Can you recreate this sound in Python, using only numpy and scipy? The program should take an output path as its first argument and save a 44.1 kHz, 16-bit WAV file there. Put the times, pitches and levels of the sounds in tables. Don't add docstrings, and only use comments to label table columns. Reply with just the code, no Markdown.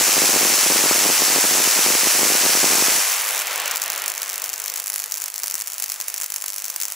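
import sys
import numpy as np
from scipy import signal
from scipy.fft import rfft, irfft, next_fast_len
from scipy.io import wavfile
from scipy.ndimage import uniform_filter1d

SR = 44100
rng = np.random.default_rng(int(sys.argv[2]) if len(sys.argv) > 2 else 0)


def invert_db(x):
    u = np.asarray(x, float) / 20
    return 10 ** u


def int16_out(signal):
    q = np.round(np.clip(np.atleast_2d(signal).T, -1, 1) * 32767)
    wavfile.write(sys.argv[1], SR, q.astype(np.int16))


N = 306487
TIME = np.arange(N) / SR
SIZE = next_fast_len(N + SR)
HZ = np.maximum(np.arange(SIZE // 2 + 1) * SR / SIZE, 1.)
MAINS_HZ = 49.96


def rms_one(x):
    return x / np.sqrt(np.mean(x ** 2) + 1e-20)


def in_time(rows):
    s, *columns = np.transpose(rows)
    return [np.interp(TIME, s, c) for c in columns]


def at_hz(points):
    hz, level_db = np.transpose(points)
    return np.interp(np.log(HZ), np.log(hz), level_db)


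def filtered(x, response):
    return irfft(rfft(x, SIZE) * response, SIZE)[..., :N]


def causal(points):
    cepstrum = irfft(np.log(invert_db(at_hz(points))), SIZE)
    cepstrum[1:SIZE // 2] *= 2
    cepstrum[SIZE // 2 + 1:] = 0
    return np.exp(rfft(cepstrum))


def centred(response):
    envelope = np.abs(signal.hilbert(irfft(response, SIZE)))
    advance = np.exp(2j * np.pi * HZ * envelope.argmax() / SR)
    return response / envelope.max() * advance


def clicks(events):
    s, peak_db = np.transpose(events)
    at = np.clip((s * SR).astype(int), 0, N - 1)
    main, signed = np.zeros((2, N))
    main[at] = invert_db(peak_db)
    signed[at] = invert_db(peak_db) * rng.choice([-1, 1], len(s))
    return main, signed


def half_cycles(lag_s, sharpness, odd):
    angle = 2 * np.pi * MAINS_HZ * (TIME - lag_s)
    bumps = np.exp(sharpness * (np.cos(2 * angle) - 1))
    return bumps * (1 - odd * (1 - np.cos(angle)) / 2)


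def crackle(per_s, spread_db):
    sizes = invert_db(spread_db * np.minimum(rng.exponential(1, N), 4.5))
    return sizes * (rng.random(N) < per_s / SR)


# [t/s, level/dB]
ARC_LEVEL_DB = [
    (0, -19.5),
    (1.4, -20),
    (2.9, -20),
    (3.04, -24),
    (3.15, -28),
    (3.25, -40),
    (3.4, -90),
]
# [f/Hz, level/dB per Hz]
ARC_COLOUR_DB = [(410, -32.5), (700, -6.5), (1180, -4.5), (2120, -1.5), (2470, 0.5), (3520, -5), (5690, 3),
                 (7770, 0), (8740, -5.5), (10600, -3), (12300, -13.5), (15100, -5.5), (15700, -55)]


def arcs(duck):
    per_s = 9000 * half_cycles(lag_s=0.00026, sharpness=.8, odd=.05)
    branches = [crackle(per_s, spread_db=3.0) * rng.choice([-1, 1], N) for _ in range(2)]
    coloured = rms_one(filtered(np.array(branches), causal(ARC_COLOUR_DB)))
    return invert_db(in_time(ARC_LEVEL_DB)[0]) * duck * coloured


# [f/Hz, level/dB per Hz]
THUMP_COLOUR_DB = [(18, -73), (30, -20), (70, -24), (196, -3.5), (335, 2), (1300, -6), (1690, -88),
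                   (2860, -120)]


def flashovers():
    strong, signed = clicks(all_flashovers())
    small = crackle(200 * half_cycles(lag_s=.0008, sharpness=2.5, odd=0), spread_db=2.0)
    small = small * rng.choice([-1, 1], N)
    signed = signed + invert_db(-39) * small * (TIME < 3)
    swing = centred(causal(THUMP_COLOUR_DB) / (1 + 1j * HZ / 1500) ** 2)
    quick_swing = swing * 1j * HZ / (HZ + 700)
    quick = rng.random(N)
    thumps = filtered(signed * (1 - quick / 2), swing) + filtered(signed * quick, quick_swing)
    choke = np.convolve(strong, np.hanning(90), "same")
    return invert_db(2.5) * thumps, 1 / (1 + 3.0 * choke)


# [t/s, peak level/dB]
FLASHOVER_PEAK_DB = [(.0112, -11), (.1805, -11), (.2206, -10), (.3419, -16), (.3616, -10.5), (.7025, -11),
                     (.7609, -13), (.7911, -14), (.8399, -11.5), (.8605, -11.5), (.9118, -8.5),
                     (1.0618, -12.5), (1.1012, -12), (1.2211, -8.5), (1.3615, -12), (1.5121, -14.5),
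                     (1.7912, -13.5), (1.8637, -13), (2.0715, -8.5), (2.1929, -13), (2.2317, -11),
                     (2.3026, -12), (2.352, -10.5), (2.4642, -10), (2.5521, -10.5), (2.6322, -12),
                     (2.643, -8.5), (2.7334, -14), (2.824, -10), (2.8837, -13)]
MIDDLING_S = [.0928, .1691, .2411, .2926, .3508, .3713, .4127, .4308, .4525, .5017, .6636, .711, .7215,
              .9593, 1.0536, 1.0919, 1.386, 1.4419, 1.4515, 1.5522, 1.6024, 1.6755, 1.9042, 1.9527, 2.0337,
              2.2538, 2.3212, 2.4534, 2.5742, 2.7831]


def all_flashovers():
    middling = [(s, -14) for s in MIDDLING_S]
    listed = FLASHOVER_PEAK_DB + middling
    lighter = [strikes(listed, 0, 2.99, inception_s=lag_s, wait_s=.004, chance=.7, level_db=-20, spread_db=4.5)
               for lag_s in (-.001, .009)]
    return listed + lighter[0] + lighter[1]


# [t/s, length/s]
LULLS_S = [(.025, .04), (.135, .03), (.67, .028), (1.125, .065), (1.245, .035), (1.39, .045), (1.455, .05),
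           (1.68, .04), (1.795, .065), (1.958, .07), (2.075, .07), (2.355, .055), (2.83, .12), (3.43, .02),
           (3.49, .015), (3.63, .02), (3.69, .02), (4.51, .02), (6.105, .03), (5.07, .04), (5.31, .02),
           (5.63, .04), (5.95, .04), (6.035, .04), (6.27, .02), (6.39, .02), (5.75, .02), (6.71, .025),
           (6.77, .025), (6.86, .02)]


def strikes(listed, start_s, end_s, inception_s, wait_s, chance, level_db, spread_db):
    lull_db = 9.5
    cycle = np.arange(int(N / SR * MAINS_HZ))
    wait, odds, size = rng.random((len(cycle), 3)).T
    s = cycle / MAINS_HZ + inception_s + wait_s * wait
    resting = sum((s > begin) & (s < begin + length) for begin, length in LULLS_S)
    taken = np.abs(s[:, None] - np.array(listed)[:, 0]).min(axis=1) < .004
    keep = (odds < chance) & (s > start_s) & (s < end_s) & ~taken
    peak_db = level_db - lull_db * resting + spread_db * (2 * size - 1)
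    return list(zip(s[keep], peak_db[keep]))


# [f/Hz, level/dB per Hz]
STREAMER_COLOUR_DB = [(100, -39), (500, -16.5), (900, -10), (2400, -5), (3500, -8.5), (4600, -2), (5800, 3),
                      (7400, 3.5), (8700, -2.5), (10300, 1.5), (12500, -2), (13800, 0.5), (15700, 0),
                      (17000, -41)]
# [t/s, peak level/dB]
LONG_PEAK_DB = [
    (3.9014, -13),
    (4.9006, -36),
    (4.9615, -27),
    (5.1217, -46),
    (5.2808, -24),
    (5.4414, -17),
    (6.002, -19),
    (6.3029, -40),
    (6.4416, -17),
    (6.7622, -33),
]


def streamers():
    sharp, signed = clicks(all_streamers())
    faint = crackle(1500 * half_cycles(lag_s=-.003, sharpness=2.0, odd=.6), spread_db=2.6)
    faint_db = -28.5 + 4.6 * np.exp(-np.abs(TIME - 3) / 0.26)
    sharp = sharp + invert_db(faint_db) * faint * (TIME > 3)
    minimum = causal(STREAMER_COLOUR_DB)
    colour = centred(minimum ** .5 * invert_db(at_hz(STREAMER_COLOUR_DB) / 2))
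    branches = invert_db(-9) * scatter(sharp, t60=.0012) + invert_db(-9.5) * scatter(sharp, t60=.03)
    shocks = filtered(branches - np.array([sharp, .5 * signed]), invert_db(1.0) * colour * np.exp(.45j))
    body = centred(minimum / (1 + 1j * HZ / 1500) ** 2)
    return shocks - filtered(clicks(LONG_PEAK_DB)[0], body)


# [t/s, peak level/dB]
SINKING_PEAK_DB = [(3.1199, -3), (3.2194, -5), (3.2612, -27), (3.2809, -7), (3.2899, -1), (3.3193, -11),
                   (3.359, -6), (3.392, -2), (3.4711, -4), (3.5106, -9), (3.5591, -2), (3.6003, -2),
                   (3.659, -4), (3.6791, -3), (3.712, -1), (3.7181, -8.5), (3.7525, -8), (3.7595, 0),
                   (3.771, -2), (3.819, -2), (3.821, -5), (3.8302, -7), (3.9014, -0.5), (3.932, -5),
                   (3.9611, -5.5), (4.0402, -6), (4.0608, -3), (4.0802, 1), (4.1011, -4.5), (4.1193, -5)]
# [t/s, peak level/dB]
LEADING_PEAK_DB = [(4.2198, -4), (4.2993, -5), (4.3593, -7), (4.4417, -1.5), (4.6605, -5), (4.8008, -5),
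                   (4.9007, -0.5), (4.9602, -0.5), (5.0002, -4.5), (5.0408, -4.5), (5.122, -1.5),
                   (5.1416, -4), (5.24, -4.5), (5.4414, -4), (5.542, -2), (5.6207, -5.5), (5.7822, -7),
                   (5.824, -3), (5.8412, -4), (5.9203, -3), (6.002, -5.5), (6.083, -2), (6.142, -2.5),
                   (6.1814, -7.5), (6.3032, -7), (6.3617, -1.5), (6.4416, -8), (6.462, -6), (6.762, -1.5),
                   (6.8223, -2.5)]
# [t/s, peak level/dB]
OPPOSITE_PEAK_DB = [(4.2313, -3), (4.293, -5), (4.3314, -7), (4.4502, -12), (4.4924, -6), (4.5318, -5.5),
                    (4.774, -8), (4.871, -7), (4.932, -8), (4.9925, -6), (5.112, -10), (5.1725, -7),
                    (5.2128, -11), (5.4344, -2.5), (5.4719, -6), (5.5112, -4), (5.5539, -3), (5.6113, -6),
                    (5.6735, -5.5), (5.7335, -9), (5.8327, -7), (6.0124, -4.5), (6.0913, -14),
                    (6.2135, -4.5), (6.2336, -5), (6.492, -12), (6.6538, -7.5), (6.8145, -2), (6.8341, -3),
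                    (6.8535, -3.5)]


def all_streamers():
    strong = SINKING_PEAK_DB + LEADING_PEAK_DB + OPPOSITE_PEAK_DB
    leading = strikes(strong, 3.03, 7, inception_s=-.0043, wait_s=.002, chance=1, level_db=-8.5, spread_db=4.5)
    sinking = strikes(strong, 3.03, 3.55, inception_s=.0055, wait_s=.004, chance=.9, level_db=-7, spread_db=3.5)
    opposite = strikes(strong, 3.55, 7, inception_s=.007, wait_s=.002, chance=.4, level_db=-14, spread_db=4)
    sinking += strikes([(0, 0)], 3.03, 3.43, inception_s=-.002, wait_s=.004, chance=.7, level_db=-9, spread_db=4)
    partners = []
    draw = rng.random((200, 3))
    for (s, db), (odds, gap, weak) in zip(LEADING_PEAK_DB + SINKING_PEAK_DB + leading, draw):
        if odds < .55 and db > -9:
            side = np.sign(.38 - odds)
            partners.append((s - side * (.001 + .0014 * gap), -8 - 8 * weak))
    return strong + leading + sinking + opposite + partners


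def scatter(train, t60):
    fall = invert_db(-120 / (t60 * SR))
    power = signal.lfilter([0, 0, 0, 0, 1 - fall], [1, -fall], train ** 2 + 1e-18)
    return np.sqrt(power) * rng.standard_normal((2, N))


def echoes(x, t60, first_s):
    t = np.arange(SR // 2) / SR
    tail = rng.standard_normal((2, len(t))) * invert_db(-60 * t / t60) * (t > first_s)
    return filtered(x, rfft(tail / np.sqrt(np.sum(tail[0] ** 2)), SIZE))


# [f/Hz, level/dB per Hz]
HALL_COLOUR_DB = [(24, -67), (150, -26), (300, -18), (480, -8.5), (930, -7), (1600, -7), (2450, -6.5),
                  (3500, -6.5), (5700, 1), (7700, 1.5), (8700, -2), (10500, -1.5), (12400, -3), (15700, -4)]


def hall():
    wash = rfft(rng.standard_normal((2, N)), SIZE) * invert_db(at_hz(HALL_COLOUR_DB))
    low = 1 / (1 + (HZ / 550) ** 4)
    high = 1 / (1 + (3500 / HZ) ** 6)
    ranges = zip((low, 1 - low - high, high), hall_levels())
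    return sum(level * rms_one(irfft(wash * part, SIZE)[:, :N]) for part, level in ranges)


# [level under arcs/dB, level as arcs stop/dB, fall/dB per s, floor level/dB]
HALL_RANGES_DB = [
    (-43.5, -52, 10.5, -69),
    (-28, -27, 14, -45),
    (-21, -23, 33, -41.5),
]


def hall_levels():
    arcs_stop_s, recovery_db, recovery_s = 2.985, 9, 0.82
    after = np.maximum(TIME - arcs_stop_s, 0)
    fade = np.clip(after / 0.042, 0, 1)
    gain_db = recovery_db * np.sin(np.pi / 2 * np.minimum(after / recovery_s, 1)) ** 2
    levels = []
    for loud_db, stop_db, fall_db_per_s, floor_db in HALL_RANGES_DB:
        level_db = loud_db + (stop_db - loud_db) * fade + gain_db - fall_db_per_s * after
        levels.append(np.hypot(invert_db(level_db), invert_db(floor_db)))
    return levels


# [t/s, depth level/dB]
DUCK_DEPTH_DB = [(3.039, 1.5), (3.16, 0.5), (3.24, 1), (3.43, 3), (3.49, -0.5), (3.76, 6.5), (4.12, 4.5),
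                 (4.34, 1.5), (4.51, 2.5), (4.83, 6), (5.08, 2.5), (5.29, 5), (5.45, 0), (5.63, 3),
                 (5.86, 1), (6.03, -1), (6.26, 4.5), (6.39, 2.5), (6.51, 3.5)]


def gain_control(release_s):
    cut_db = sum(depth_db * np.exp(-np.maximum(TIME - s, 0) / release_s) * (TIME > s)
                 for s, depth_db in DUCK_DEPTH_DB)
    return invert_db(-uniform_filter1d(cut_db, size=200))


# [f/Hz, side over mid level/dB]
PORT_SIDE_DB = [(50, -12), (120, -20), (400, -28), (2600, -21), (4400, -14), (6500, -7.5), (8100, -2),
                (11000, 3.5), (15000, 3.5)]


def ports(mid, diffuse):
    lag_s = 0.000143
    over = invert_db(at_hz(PORT_SIDE_DB))
    delayed = filtered(mid, 0.44 * over * np.exp(-2j * np.pi * HZ * lag_s))
    side = delayed + filtered(diffuse, 0.77 * over)
    return np.array([mid + side, mid - side])


def self_noise(level_db):
    lumps = invert_db(11.0 * rms_one(filtered(rng.standard_normal(N), 1 / (1 + (HZ / 12) ** 2))))
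    rumble = filtered(rng.standard_normal((2, N)), (HZ > 18) / (1 + 1j * HZ / 70) ** 2)
    return invert_db(level_db) * rms_one(lumps * rumble)


def scene():
    thumps, duck = flashovers()
    direct = streamers()
    far = invert_db(-16.0) * echoes(direct[0], t60=0.21, first_s=0.0023) + duck * hall()
    spread = arcs(duck) + direct + gain_control(release_s=0.083) * far
    return ports(spread[0] + thumps, spread[1] + 0.073 * np.roll(thumps, 300))


def roll_off(x):
    return signal.sosfilt(signal.butter(12, 15760, fs=SR, output="sos"), x)


def record(dry):
    cutoff_hz = 15720
    bass_cut = signal.butter(2, 60.0, "high", fs=SR, output="sos")
    x = signal.sosfilt(bass_cut, dry) + self_noise(level_db=-75.0)
    x = filtered(np.tanh(x), np.clip((cutoff_hz - HZ) / 40 + 1, 0, 1))
    return roll_off(x)


dry = scene()
out = record(dry)
int16_out(out)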